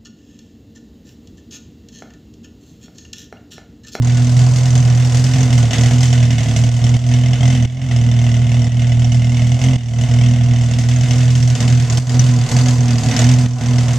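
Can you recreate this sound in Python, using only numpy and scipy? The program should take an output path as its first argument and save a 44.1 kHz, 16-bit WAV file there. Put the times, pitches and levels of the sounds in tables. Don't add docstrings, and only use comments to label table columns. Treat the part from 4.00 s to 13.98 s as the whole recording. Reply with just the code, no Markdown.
import sys
import numpy as np
from scipy import signal
from scipy.fft import rfft, irfft, next_fast_len
from scipy.io import wavfile

SR = 44100
rng = np.random.default_rng(int(sys.argv[2]) if len(sys.argv) > 2 else 0)


def to_wav(s):
    ch = np.atleast_2d(s).T
    pcm = np.round(np.clip(ch, -1, 1) * 32767)
    wavfile.write(sys.argv[1], SR, pcm.astype(np.int16))


N = 440118
TIME = np.arange(N) / SR
PADDED = next_fast_len(N, True)
HZ = np.fft.rfftfreq(PADDED, 1 / SR)

# (time [s], firing rate [Hz])
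FIRING_RATE = [(0.0, 40.04), (0.591, 41.75), (0.927, 40.42), (1.389, 42.62), (1.666, 38.37), (1.997, 41.19),
               (2.439, 38.53), (3.482, 41.94), (3.612, 39.43), (3.8, 43.43), (3.947, 39.46), (5.5, 40.2),
               (5.627, 43.78), (5.807, 38.6), (6.152, 40.32), (6.802, 39.56), (6.945, 41.04), (7.9, 40.12),
               (8.055, 41.84), (8.419, 39.53), (8.549, 41.35), (9.114, 38.72), (9.242, 40.6), (9.98, 39.86)]
# (boom [dB], crack [dB])
CYLINDER_ACCENTS = [(5, 2), (4.1, 2.5), (5.5, 4.2), (4, 3.06)]
# (time [s], length [firings], boom sag [dB])
STUMBLES = [(1.095, 1.5, 7), (1.477, 0.85, 10), (1.68, 4, 4.5), (1.88, 1, 9), (2.43, 1.4, 7.5),
            (2.51, 2, 5), (2.79, 0.86, 8), (3.357, 1.5, 13), (5.567, 2.3, 10.5), (6.06, 1, 15.5),
            (7.057, 1.1, 12), (7.549, 2.3, 7.5), (7.846, 2.4, 7.5), (8.045, 0.83, 18.5), (8.093, 2, 5.5),
            (8.436, 2.8, 11), (8.98, 3, 5), (9.08, 5.4, 7.5), (9.557, 2, 14.5)]
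# (time [s], crack accent [dB])
SPITS = [(1.239, 7.5), (1.503, 0), (1.577, 5.5), (1.707, 5.5), (1.781, 4), (2.304, 7.5), (2.381, 9),
         (2.561, 8), (2.636, 5.5), (2.839, 5), (2.939, 5.5), (3.406, 1), (6.785, 7.5), (6.886, 6.5),
         (7.351, 7), (7.474, 5), (7.55, 8), (7.603, 8.5), (7.677, 6.5), (7.971, 8.5), (8.068, 3),
         (8.192, 6), (8.564, 7.5), (9.033, 2.5), (9.163, 3)]
# (time [s], distance [0 near, at the pipe mouths .. 1 far])
MIC_DISTANCE = [(0, 0.7), (1, 0.61), (1.6, 0.43), (2.5, 0.31), (3.5, 0.023), (6.3, 0.061), (7.5, 0.6),
                (8.5, 0.78), (10, 0.59)]
# (time [s], boom [dB], honk [dB], chuff [dB], crack [dB])
FADERS = [(0, -11, -23, -29.5, -36), (.55, -10, -29.5, -31.5, -34), (.85, -10, -30.5, -28.5, -33.5),
          (1.2, -11, -27.5, -32.5, -34), (1.42, -10, -23.5, -27.5, -31), (2.3, -10, -26, -33, -33),
          (3.3, -11, -26, -33, -35), (4.3, -11.5, -24.5, -34.5, -36.5), (5.4, -11.5, -25.5, -36, -36),
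          (6.3, -10.5, -24, -33.5, -35.5), (6.75, -11.5, -25, -34.5, -34.5),
          (7.3, -10.5, -27.5, -33.5, -33.5), (8.1, -11.5, -27, -31.5, -35), (8.7, -11, -22.5, -28.5, -34),
          (9.2, -10, -19.5, -29, -32), (9.4, -10.5, -22, -30, -36), (10, -12, -25, -29, -32.5)]
# (frequency [Hz], level [dB])
GAS_COLOUR = [(150, -31), (300, -2.5), (400, -8), (560, -9.5), (860, -12), (1220, -14), (1700, -7.5),
              (2400, -10), (4000, -8), (5200, -7), (7600, -8.5), (10000, -24.5), (12000, -29.5),
              (14500, -33.5)]
# (frequency [Hz], left-right correlation [0..1])
GAS_CORRELATION = [(300, 0.9), (620, 0.97), (1360, 0.83), (3000, 0.75), (6500, 0.61), (14000, 0.13)]
# (frequency [Hz], width [Hz], near boost [dB], far boost [dB])
PIPE_MODES = [(477, 50, 8, 4.5), (665, 157, 9.5, 2.5), (738, 32, -0.5, 12.5), (1017, 27, 0, 9.5),
              (1473, 23, 10, 9.5), (2036, 560, 10, 4.5), (2607, 165, 8, 4.5), (2984, 550, 10, 0.5),
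              (3600, 170, 9.5, 2), (4800, 110, -0.5, 0.5), (5590, 780, -0.5, -2.5), (6250, 290, 4.5, 3.5)]
# (frequency [Hz], near level [dB], far level [dB])
BOOM_SPECTRUM = [(20, -32, -21), (39.7, -31, -23), (55.5, -11, -24), (79, -16.5, -21.5),
                 (99.8, -16.5, -11.5), (117.2, -0.5, -2.5), (122, 0, 3.5), (146.4, -11, -3.5),
                 (164, -23.5, -19.5), (206.6, -19, -16.5), (249, -59.5, -23), (397, -73.5, -75.5)]
# (frequency [Hz], level [dB])
HONK_SPECTRUM = [(120, -38.5), (215, -4.5), (244, 4.5), (262, 0.5), (290, -30), (330, -38), (370, -24),
                 (430, -39.5), (490, -32.5), (620, -34)]
# (frequency [Hz], near level [dB], far level [dB], decay [s])
PING_MODES = [(679, -2, -17, 0.0061), (2084, -5, -26.5, 0.0071), (2941, -5, -18.5, 0.0061),
              (3302, -7.5, -19, 0.004), (4600, -35, -2.5, 0.0032), (5594, -7, -11, 0.0056),
              (6457, -10, -6.5, 0.0056), (6960, -52, -28, 0.0027)]
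# (time [s], depth [dB], hold until [s after], recovery [s])
DUCKS = [(2.694, 4.5, 0.02, 0.11), (2.969, 7, 0.035, 0.12), (3.657, 12, 0.073, 0.21),
         (4.684, 6, 0.024, 0.094), (5.764, 10.5, 0.082, 0.19), (7.989, 7, 0.062, 0.099),
         (9.465, 8, 0.036, 0.29)]
# (frequency [Hz], left minus right [dB])
MIC_BALANCE = [(120, -1), (320, -.5), (750, -1.3), (2000, -1), (4000, -1), (6000, -1.6), (7400, 3),
               (9250, 9), (14000, 11.5)]
# (left [Hz], right [Hz])
MIC_CORNERS = [75, 40]

DRAG_S, DRAG_PEAK_S = .0015, .07
SURGE_DB, SURGE_PEAK_S = [1.5, 2.1, 3, 3], .046
BOOM_SCATTER_DB, CRACK_SCATTER_DB, JITTER_S = .46, 1.82, .00039
WEAK_CRACK_DB = 2.5
BEFORE_SPIT_DB = -3.5
OUTFLOW_DELAY_S = .001


def gain_of(db):
    return 10 ** (np.asarray(db) / 20)


def unit_rms(x):
    return x / np.sqrt(np.mean(x ** 2) + 1e-20)


def spectrum_at(points, hz):
    f, value = np.transpose(points)
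    return np.interp(np.log(hz + 1), np.log(f + 1), value)


def automation(rows):
    times, *columns = np.transpose(rows)
    return [np.interp(TIME, times, column) for column in columns]


def mic_blend(near, far):
    distance = automation(MIC_DISTANCE)[0]
    return (1 - distance) * near + distance * far


def clicks(times, sizes):
    at = np.clip(np.round(times * SR).astype(int), 0, N - 1)
    return np.bincount(at, sizes, N)


def aftermath(times, lost, peak_s):
    age = np.maximum(times[:, None] - times, 0) / peak_s
    return (age * np.exp(1 - age)) @ lost


def firings():
    count = .17 + np.cumsum(automation(FIRING_RATE)[0]) / SR
    times = TIME[1:][np.diff(np.floor(count)) > 0]
    number, sag_db = np.arange(len(times)), np.zeros(len(times))
    for start, length, drop_db in STUMBLES:
        since = number - np.argmin(abs(times - start))
        sag_db += drop_db * (since >= 0) * np.clip(length - since, 0, 1)
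    lost = 1 - gain_of(-sag_db)
    times = times + DRAG_S * aftermath(times, lost, DRAG_PEAK_S)
    accents = np.array(CYLINDER_ACCENTS)[number % len(CYLINDER_ACCENTS)]
    push, snap, jitter = rng.standard_normal((len(times), 3)).T
    push_db = accents[:, 0] + BOOM_SCATTER_DB * push - sag_db
    crack_db = accents[:, 1] + CRACK_SCATTER_DB * snap - WEAK_CRACK_DB * lost
    crack_times = times.copy()
    for spit_time, spit_db in SPITS:
        k = np.argmin(abs(times - spit_time))
        crack_times[k], crack_db[k] = spit_time, spit_db
        crack_db[k - 1] = BEFORE_SPIT_DB
    surge = np.interp(TIME, times, aftermath(times, lost, SURGE_PEAK_S))
    return times + JITTER_S * jitter, push_db, crack_times, crack_db, surge


def bursts(times, accent_db, rise_s, decay_s, slap, slap_s, tail, tail_s, scatter_db):
    t = np.arange(SR // 5) / SR
    attack = 1 - np.exp(-(t / rise_s) ** 2)
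    direct = attack * np.exp(-t / decay_s)
    echo = np.interp(t - slap_s, t, direct, left=0)
    burst = direct + slap * echo + tail * attack * np.exp(-t / tail_s)
    energy = gain_of(accent_db + scatter_db * rng.standard_normal(len(times))) ** 2
    power = signal.oaconvolve(clicks(times, energy), burst)[:N]
    return unit_rms(np.sqrt(np.maximum(power, 0)))


def gas(envelope, low_hz, high_hz):
    left, other = rfft(rng.standard_normal((2, N)) * envelope, PADDED)
    shared = spectrum_at(GAS_CORRELATION, HZ)
    right = shared * left + np.sqrt(1 - shared ** 2) * other
    band = 1 / np.sqrt((1 + (low_hz / (HZ + 1)) ** 16) * (1 + (HZ / high_hz) ** 16))
    pair = np.array([left, right]) * band * gain_of(spectrum_at(GAS_COLOUR, HZ))
    hz, width, *boosts_db = np.transpose(PIPE_MODES)
    peaks = 1 / (1 + ((HZ[:, None] - hz) / width) ** 2) ** 3
    near, far = (unit_rms(irfft(pair * gain_of(peaks @ db), PADDED)[:, :N]) for db in boosts_db)
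    return mic_blend(near, far)


def crack(times, accent_db):
    snap = bursts(times + .0005, accent_db, rise_s=.00077, decay_s=.00068,
                  slap=.044, slap_s=.043, tail=.17, tail_s=.022, scatter_db=1.9)
    return gas(snap, low_hz=1170, high_hz=4020)


def sizzle(times, accent_db):
    spray = bursts(times + .0006, accent_db, rise_s=.002, decay_s=.002,
                   slap=.39, slap_s=.0078, tail=.087, tail_s=.031, scatter_db=1.5)
    return gas(spray, low_hz=4230, high_hz=18000)


def pressure_pulses(times, accent_db, turbulence):
    pulses = unit_rms(clicks(times + OUTFLOW_DELAY_S, gain_of(accent_db)))
    return pulses - pulses.mean() + turbulence * rng.standard_normal(N)


def resonate(drive, points, size=16384, preroll_s=.1985):
    hz = np.fft.rfftfreq(size, 1 / SR)
    rolloff_db = 40 * np.log10(np.maximum(hz / points[-1][0], 1))
    db = spectrum_at(points, hz) - rolloff_db
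    log_gain = np.log(gain_of(np.r_[db, db[-2:0:-1]]))
    response = np.exp(np.conj(signal.hilbert(log_gain)))[:len(hz)]
    ring = irfft(response)[:size // 2]
    lead = round(preroll_s * SR)
    return unit_rms(signal.oaconvolve(np.r_[drive[:lead], drive], ring)[lead:lead + N])


def waver(depth_db, top_hz=6.0, count=24):
    coarse = TIME[::441]
    hz, phase = np.geomspace(top_hz / 4, top_hz, count), rng.random(count)
    wander = np.sin(2 * np.pi * (np.outer(coarse, hz) + phase)).sum(1)
    return gain_of(depth_db * np.interp(TIME, coarse, unit_rms(wander)))


def boom(times, push_db):
    drive = pressure_pulses(times, push_db, turbulence=.19)
    hz, near_db, far_db = np.transpose(BOOM_SPECTRUM)
    near, far = (resonate(drive, np.c_[hz, db]) for db in (near_db, far_db))
    return -waver(depth_db=.45) * mic_blend(near, far)


def honk(times, push_db):
    drive = pressure_pulses(times, .4 * push_db, turbulence=.2)
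    return waver(depth_db=1.54) * resonate(drive, HONK_SPECTRUM)


def pings(times, accent_db, scatter_db=2.2, detune=.033, rise_s=.00051, pan_db=5.0):
    t = np.arange(SR // 50) / SR
    at = np.round((times + .0015) * SR).astype(int)[:, None] + np.arange(len(t))
    out = np.zeros((2, N))
    for hz, near_db, far_db, decay_s in PING_MODES:
        size, pitch, phase, side = rng.standard_normal((len(times), 4)).T[:, :, None]
        envelope = (1 - np.exp(-(t / rise_s) ** 2)) * np.exp(-t / decay_s)
        tones = np.sin(2 * np.pi * (hz * (1 + detune * pitch) * t + phase)) * envelope
        tones *= gain_of(accent_db[:, None] + scatter_db * np.clip(size, -2, 1))
        stray_db = pan_db * side * min(hz / 4000, 1)
        pair = [np.bincount(at.ravel(), (tones * gain_of(db)).ravel(), N)[:N]
                for db in (stray_db, -stray_db)]
        out += gain_of(mic_blend(near_db, far_db)) * unit_rms(np.array(pair))
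    return out


def chuff(times, accent_db):
    puff = bursts(times + .0047, .4 * accent_db, rise_s=.0034, decay_s=.0036,
                  slap=.21, slap_s=.0087, tail=.11, tail_s=.053, scatter_db=1.67)
    return gas(puff, low_hz=312, high_hz=1310)


def ducking(fall_s=.0027):
    cut_db = sum(np.interp(TIME, start + np.array([0, fall_s, hold, hold + recovery]), [0, db, db, 0])
                 for start, db, hold, recovery in DUCKS)
    return gain_of(-cut_db)


def scene():
    push_times, push_db, times, accent_db, surge = firings()
    boom_db, honk_db, chuff_db, crack_db = automation(FADERS) + np.outer(SURGE_DB, surge)
    bright_db = crack_db + mic_blend(near=-.5, far=3.5)
    mix = (gain_of(boom_db) * boom(push_times, push_db)
           + gain_of(honk_db) * honk(times, push_db)
           + gain_of(chuff_db - 3.2) * chuff(times, accent_db)
           + gain_of(crack_db - 1.4) * crack(times, accent_db)
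           + gain_of(bright_db - 2.54) * sizzle(times, accent_db)
           + gain_of(bright_db) * pings(times, accent_db))
    return mix * ducking()


def record(dry, knee=.75, cutoff_hz=14500):
    tilt_db = spectrum_at(MIC_BALANCE, HZ) / 2
    pair = gain_of([tilt_db, -tilt_db]) / (1j * HZ + np.array(MIC_CORNERS)[:, None])
    heard = irfft(rfft(dry, PADDED) * pair / pair.mean(0), PADDED)[:, :N]
    linear = np.clip(heard, -knee, knee)
    rounded = linear + (1 - knee) * np.tanh((heard - linear) / (1 - knee))
    high_cut = signal.firwin(511, cutoff_hz, window=("kaiser", 9), fs=SR)
    return signal.oaconvolve(rounded, high_cut[None], "same")


dry = scene()
out = record(dry)
to_wav(out)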